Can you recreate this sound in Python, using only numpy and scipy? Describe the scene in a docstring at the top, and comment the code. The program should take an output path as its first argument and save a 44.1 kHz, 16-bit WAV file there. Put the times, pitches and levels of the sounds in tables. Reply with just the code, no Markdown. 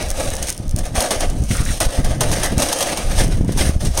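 """Metal mesh pushed under roof shingles

A sheet of expanded metal mesh slides in fits and starts, close to the microphone. Friction is a train
of tiny impacts: strands grate over the grit, chatter, snag and spring free. The impacts excite free
vibration, so the wires tick and the sheet rings hollow over the gutter. Wind buffets the microphone."""
import sys
import numpy as np
from scipy import signal
from scipy.fft import rfft, irfft
from scipy.io import wavfile
from scipy.ndimage import uniform_filter1d

SR = 44100
rng = np.random.default_rng(int(sys.argv[2]) if len(sys.argv) > 2 else 0)


def generate_wav(signal):
    """Clip the signal to [-1, 1] and save it as 16-bit WAV at the path in sys.argv[1]."""
    frames = np.transpose(np.atleast_2d(signal))
    scaled = np.clip(frames, -1, 1) * 32767
    pcm = np.round(scaled).astype(np.int16)
    wavfile.write(sys.argv[1], SR, pcm)


N = 176400

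# Levels in the tables are relative; each source applies its own gain.
# Spectra of the outdoor air and of the wind's rumble and flutter (frequency [Hz], level [dB])
AIR_SPECTRUM = [(30, 57.5), (200, -25.5), (600, 11), (2000, -27), (8000, -111), (16000, -21)]
RUMBLE_SPECTRUM = [(10, -1), (25, 8), (42, -4), (70, 0.5), (110, -12), (200, -28.5), (500, -42.5),
                   (4000, -75)]
FLUTTER_SPECTRUM = [(50, -11), (120, 3), (190, -1.5), (320, -10), (500, -19), (1000, -31), (4000, -76)]
# Wind on the microphone (time [s], rumble level [dB], flutter level [dB])
GUSTS = [(0, -31, -42), (.08, -15, -37), (.18, -24, -53), (.25, -15.5, -29), (.55, -36, -35.5),
         (.76, -12, -22), (.86, -21.5, -33), (.92, -32, -27), (.98, -17.5, -24), (1.03, -35, -35.5),
         (1.18, -21.5, -38), (1.3, -14.5, -27), (1.42, -12.5, -15.5), (1.47, -24, -33), (1.51, -11.5, -23),
         (1.57, -17, -29), (1.71, -18.5, -21.5), (1.78, -24.5, -41), (1.87, -18, -42), (1.94, -28, -42),
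         (1.99, -34, -17.5), (2.03, -24, -21), (2.12, -13, -23), (2.16, -23, -20.5), (2.3, -8, -12.5),
         (2.42, -21.5, -31), (2.58, -16, -20), (2.66, -24, -36), (2.76, -38, -41), (2.95, -32, -39),
         (3.08, -12, -25), (3.13, -22, -23), (3.2, -10, -17.5), (3.45, -13.5, -21.5), (3.54, -19, -20),
         (3.6, -13, -20), (3.8, -16.5, -30), (3.87, -13, -11), (3.93, -13.5, -39), (4, -16.5, -50)]
# Single eddies striking the microphone (time [s], level [dB], swing length [ms])
EDDY_STRIKES = [(.076, -20, 17), (.602, -12, 6.5), (0.744, -3, 10.3), (0.987, -8.5, 14),
                (1.407, -3.5, 14.5), (1.424, -10, 6), (1.508, -4, 6.8), (1.517, -5, 6.8),
                (1.605, -2.5, 9.2), (1.705, -11, 6.8), (1.868, -4, 13), (1.99, 0, 12), (2.045, -8.5, 25),
                (2.116, -5.5, 19), (2.577, -2, 6), (3.221, -4.5, 7.9), (3.243, -9, 9.5), (3.27, -4.5, 15),
                (3.342, -11, 11), (3.4112, 0.5, 5.5), (3.419, -10, 13), (3.483, -5, 6.8), (3.4935, -3.5, 3),
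                (3.511, -10, 4.9), (3.564, -9, 5.9), (3.695, -1.5, 5.5), (3.764, -2, 10.4),
                (3.870, -10, 31)]
# Strands rubbing a shingle edge (time [s], half-length [s], resonance [Hz], level [dB])
RUBS = [(1.516, 0.0091, 2040, -23.5), (1.545, .02, 1620, -31), (1.56, 0.026, 1390, -29.5),
        (1.587, 0.016, 1950, -26), (1.613, 0.049, 1370, -31), (1.669, .012, 1880, -30.5),
        (1.694, 0.011, 1840, -25), (1.707, 0.038, 1680, -32)]
# Single wires flicking off a granule (time [s], level [dB])
WIRE_FLICKS = [(0.0925, -12), (0.1036, -1.5), (.114, -5.5), (.337, -9.5), (.3534, -8), (0.367, -6.5),
               (0.4275, -2), (.4285, -11), (.4305, -5), (0.4714, -7), (0.486, -5), (.4898, -13), (.495, -6),
               (0.5026, 2), (.5265, -11), (.5474, -18), (.566, -21), (0.5782, -10), (0.6807, -16.5),
               (.694, -14), (0.7112, -11), (0.763, -5.5), (0.7878, -5.5), (2.9502, -25)]
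# Snagged mesh springing free (time [s], level [dB], decay time [s])
RELEASES = [(0.9536, -22, .008), (1.005, -11.5, 0.0079), (1.107, -13.5, 0.011), (1.206, -15.5, 0.0059),
            (1.803, -11, 0.0052), (2.045, -20, 0.008), (2.2078, -11.5, 0.01), (2.315, -18.5, 0.012),
            (2.433, -15, 0.02), (2.621, -13, 0.013), (2.686, -19, .008), (2.728, -9.5, 0.0065),
            (2.807, -13.5, 0.0091), (2.826, -12, 0.0058), (2.973, -18.5, 0.011), (3.521, -25.5, 0.0082),
            (3.574, -21.5, 0.026), (3.9745, -12, 0.0081)]
# Spectra of the four kinds of contact (frequency [Hz], level [dB])
TICK_SPECTRUM = [(300, -74), (2000, -22), (4500, -13.5), (6400, -3), (7500, -11), (9200, -2), (11500, -16),
                 (16000, -18)]
SNAG_SPECTRUM = [(150, -11), (450, -16), (650, 7.5), (1000, 6), (2000, -16), (3200, -0.5), (4800, -1),
                 (6400, 5.5), (7400, -7), (8900, 4), (11500, -5.5), (16000, -16)]
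RASP_SPECTRUM = [(150, 1), (350, 6.5), (800, -1), (1000, -1), (1200, -14), (1450, 0.5), (1850, 2),
                 (2500, -3), (3200, -3), (4200, -9.5), (6000, -6.5), (12000, -87)]
GRATING_SPECTRUM = [(1500, -20), (2500, -6), (4000, -4.5), (5200, -3), (6450, -0.5), (7000, -7.5),
                    (7800, -6), (8850, 2.5), (10000, -5.5), (11500, -10.5), (13500, -19), (16000, -18)]
# Normal modes of the sheet (frequency [Hz], level [dB], T60 [s])
SHEET_MODES = [(261, -13, 0.18), (323, -13.5, 0.096), (488, -6.5, 0.17), (528.3, -2.5, 0.078),
               (561.5, -1.5, 0.08), (601, -2.5, .1), (659, -1, 0.036), (716.7, -3.5, 0.096),
               (781, -9, 0.068), (855, -11.5, 0.12), (1141, -12.5, .07), (1241, -7.5, 0.027)]
# Strength of the sliding contact (time [s], level [dB])
SLIDE_LEVEL = [(0, -24.5), (.02, -31), (.06, -31), (.10, -31), (.13, -33), (.175, -24.5), (.22, -23),
               (.29, -29.5), (.4, -31), (.46, -28.5), (.495, -18), (.515, -28.5), (.557, -39.5), (.65, -45),
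               (.75, -44.5), (.785, -27.5), (.82, -37.5), (.86, -28), (.892, -42), (.94, -37), (.964, -21),
               (1.01, -19.5), (1.05, -24), (1.1, -31.5), (1.113, -21), (1.19, -30.5), (1.21, -25),
               (1.275, -35), (1.3, -29), (1.33, -40.5), (1.48, -35), (1.51, -20), (1.59, -25.5),
               (1.64, -29.5), (1.715, -23), (1.77, -26.5), (1.796, -39), (1.808, -15), (1.85, -22),
               (1.89, -34), (1.975, -27.5), (2.0, -33), (2.035, -40), (2.047, -25.5), (2.085, -34),
               (2.105, -27.5), (2.167, -39.5), (2.2, -38.5), (2.209, -19.5), (2.28, -30.5), (2.335, -18),
               (2.405, -29), (2.44, -21), (2.49, -29.5), (2.555, -36), (2.59, -20), (2.628, -18.5),
               (2.67, -23), (2.7, -19), (2.76, -23.5), (2.79, -22), (2.82, -19.5), (2.855, -23.5),
               (2.895, -21), (2.94, -28), (2.98, -26), (3.09, -33), (3.11, -24), (3.15, -28), (3.195, -17),
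               (3.245, -26.5), (3.29, -36.5), (3.32, -31.5), (3.44, -48), (3.5, -35.5), (3.56, -36.5),
               (3.595, -17.5), (3.69, -24), (3.72, -33), (3.79, -43.5), (3.807, -30), (3.835, -29.5),
               (3.855, -21.5), (3.9, -36), (3.999, -19)]
# Balance against the grating (time [s], sheet level [dB], rasp level [dB])
SCRAPE_BALANCE = [(0, 2.5, 6), (.1, 0, -3), (.22, 0.5, -5.5), (.42, 2, -1), (.5, -12, -8), (.62, 4.5, -2.5),
                  (.8, 0.5, -3.5), (.95, 1.5, -3.5), (1.25, 4.5, 0.5), (1.42, 0.5, -6), (1.52, -10, -8.5),
                  (1.62, -7, -26), (1.76, -9, -8), (1.83, 1.5, -2.5), (2.15, 4, 0.5), (2.33, -1, -3),
                  (2.54, 3.5, 3), (2.63, -0.5, -5), (2.92, 0.5, 0.5), (3.08, 3, -1), (3.2, -2.5, -3),
                  (3.42, -2, 2), (3.62, -7.5, -2), (3.76, 4, -3.5), (3.86, -7, -9), (4, 2, -3)]


def undb(db):
    """Amplitude ratio of a level in decibels."""
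    return 10 ** (np.asarray(db) / 20)


def unit(x):
    """Normalisation to an rms of 1."""
    return x / np.sqrt(np.mean(x ** 2))


def curves(rows):
    """Linear interpolation of each column over time."""
    rows = np.array(rows, float)
    rows = rows[np.argsort(rows[:, 0], kind="stable")]
    return [np.interp(np.arange(N) / SR, rows[:, 0], column) for column in rows.T[1:]]


def wander(rate):
    """Random fluctuation of unit rms: noise averaged twice over 1/rate seconds."""
    width = max(int(SR / rate), 2)
    averaged = uniform_filter1d(rng.standard_normal(N), width, mode="wrap")
    return unit(uniform_filter1d(averaged, width, mode="wrap"))


def convolve(x, response):
    """Convolution with an impulse response scaled to unit energy."""
    return signal.fftconvolve(x, response / np.linalg.norm(response))[:N]


def colour(x, spectrum, size=8192):
    """Minimum-phase filtering to a spectral shape, by folding the cepstrum."""
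    hz, db = np.array(spectrum).T
    bins_hz = np.maximum(np.fft.rfftfreq(size, 1 / SR), 1)
    gain = undb(np.interp(np.log(bins_hz), np.log(hz), db))
    cepstrum = irfft(np.log(gain))
    cepstrum[1:size // 2] *= 2
    cepstrum[size // 2 + 1:] = 0
    return convolve(x, irfft(np.exp(rfft(cepstrum))))


def damping(t, t60):
    """Exponential decay by 60 dB in t60 seconds."""
    return np.exp(-np.log(1000) * t / t60)


def air():
    """Ambient noise: quiet outdoor air as a steady random pressure."""
    return undb(-53) * colour(rng.standard_normal(N), AIR_SPECTRUM)


def turbulence(spectrum, eddies_per_s=54, depth_db=3.5):
    """Turbulent pressure: noise whose level fluctuates as eddies pass."""
    pressure = rng.standard_normal(N) * undb(depth_db * wander(eddies_per_s))
    return unit(colour(pressure, spectrum))


def wind(ceiling=.62):
    """Turbulence and single eddies press on the microphone; saturation rounds the largest swings."""
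    t = np.arange(N) / SR
    rumble_db, flutter_db = curves(GUSTS)
    pressure = turbulence(RUMBLE_SPECTRUM) * undb(rumble_db - 1.5)
    pressure += turbulence(FLUTTER_SPECTRUM) * undb(flutter_db - 3)
    for time, db, swing_ms in EDDY_STRIKES:
        phase = 2 * np.pi * (t - time) / (swing_ms / 1000)
        pressure -= undb(db) * phase / (1 + (phase / 2) ** 2) ** 2  # a push, then suction
    return ceiling * np.tanh(pressure / ceiling)


def grit(per_s, spread_db):
    """A Poisson process of impacts between strands and granules, random in strength and sign."""
    strength = np.minimum(rng.exponential(size=N), 4)
    hits = rng.random(N) < per_s / SR
    return unit(hits * undb(spread_db * strength) * rng.choice([-1, 1], N))


def wire_response(samples, t60, ring_db):
    """Impulse response of a wire: the direct click, then a damped, noisy ring."""
    response = rng.standard_normal(samples) * damping(np.arange(samples) / SR, t60)
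    response *= undb(ring_db) / np.linalg.norm(response)
    response[0] = 1
    return response


def wires(force, t60=.054, ring_db=1.5, count=14, shifts_per_s=12):
    """A wandering load: each impact rings whichever wire bears the most at that instant."""
    loads = [7 * wander(shifts_per_s) + 10 * rng.random(N) for _ in range(count)]
    struck = np.argmax(loads, axis=0)
    return sum(convolve(force * (struck == k), wire_response(SR // 12, t60, ring_db))
               for k in range(count))


def sheet(force):
    """Modal superposition: each impact drives each low mode of the sheet with a random sign."""
    t = np.arange(SR // 3) / SR
    sound = 0
    for hz, db, t60 in SHEET_MODES:
        mode = np.sin(2 * np.pi * hz * t) * damping(t, t60)
        sound += undb(db) * convolve(force * rng.choice([-1, 1], N), mode)
    return sound / np.linalg.norm(undb([db for _, db, _ in SHEET_MODES]))


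def crumbs(follow=.78):
    """Light impacts: loose granules tick on the wires, even while the mesh barely moves."""
    slide_db, = curves(SLIDE_LEVEL)
    hits = grit(per_s=60, spread_db=4) * undb(follow * slide_db - 18)
    return colour(wires(hits, t60=.025, ring_db=-2, count=4), TICK_SPECTRUM)


def chatter(relative_bandwidth=.29):
    """Stick-slip friction: each short rub excites a strand's resonance at a different pitch."""
    t = np.arange(N) / SR
    sound = 0
    for time, half_length, hz, db in RUBS:
        resonance = signal.iirpeak(hz, 1 / relative_bandwidth, fs=SR)
        strand = signal.lfilter(*resonance, grit(per_s=1200, spread_db=3))
        envelope = np.exp(-2 * ((t - time) / half_length) ** 2)
        sound += unit(strand) * undb(db - 3) * envelope
    return sound


def ticks():
    """Impulsive excitation: a wire flicks off a granule with a thin click and a brief ring."""
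    samples = SR // 20
    flicks = np.zeros(N + samples)
    for time, db in WIRE_FLICKS:
        start = int(time * SR)
        flicks[start:start + samples] += undb(db + 1.5) * wire_response(samples, t60=.0085, ring_db=-1)
    return colour(flicks, TICK_SPECTRUM)


def snags():
    """Release of elastic energy: a caught edge lets go in a fading rattle that shakes the sheet."""
    t = np.arange(N) / SR
    force = sum(undb(db - .5) * (t >= time) * np.exp(-np.abs(t - time) / decay)
                for time, db, decay in RELEASES)
    rattle = force * grit(per_s=28000, spread_db=-1)
    return colour(rattle, SNAG_SPECTRUM) + undb(-15.5) * sheet(rattle)


def scrape(judders_per_s=108, judder_db=2):
    """Sliding friction: dense, juddering impacts excite bright grating, coarse rasp and hollow ring."""
    slide_db, = curves(SLIDE_LEVEL)
    sheet_db, rasp_db = curves(SCRAPE_BALANCE)
    judder = unit(undb(judder_db * wander(judders_per_s)))
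    force = judder * undb(slide_db)
    fine, coarse = (force * grit(per_s=4500, spread_db=2.5) for _ in range(2))
    grating = colour(wires(fine), GRATING_SPECTRUM) * undb(-4)
    rasp = colour(wires(coarse), RASP_SPECTRUM) * undb(rasp_db - 2.5)
    hollow = sheet(coarse * undb(sheet_db - 3))
    return grating + rasp + hollow


def scene():
    """Superposition: the pressures from air, mesh and wind add in one channel."""
    return (air() + scrape() + crumbs() + snags() + ticks() + chatter() + wind())[None]


def record(dry):
    """Clipping and band limiting: the signal is held to full scale, then loses its highest treble."""
    lowpass = signal.ellip(10, .2, 80, 15800, fs=SR, output="sos")
    return signal.sosfilt(lowpass, np.clip(dry, -1, 1))


dry = scene()
out = record(dry)
generate_wav(out)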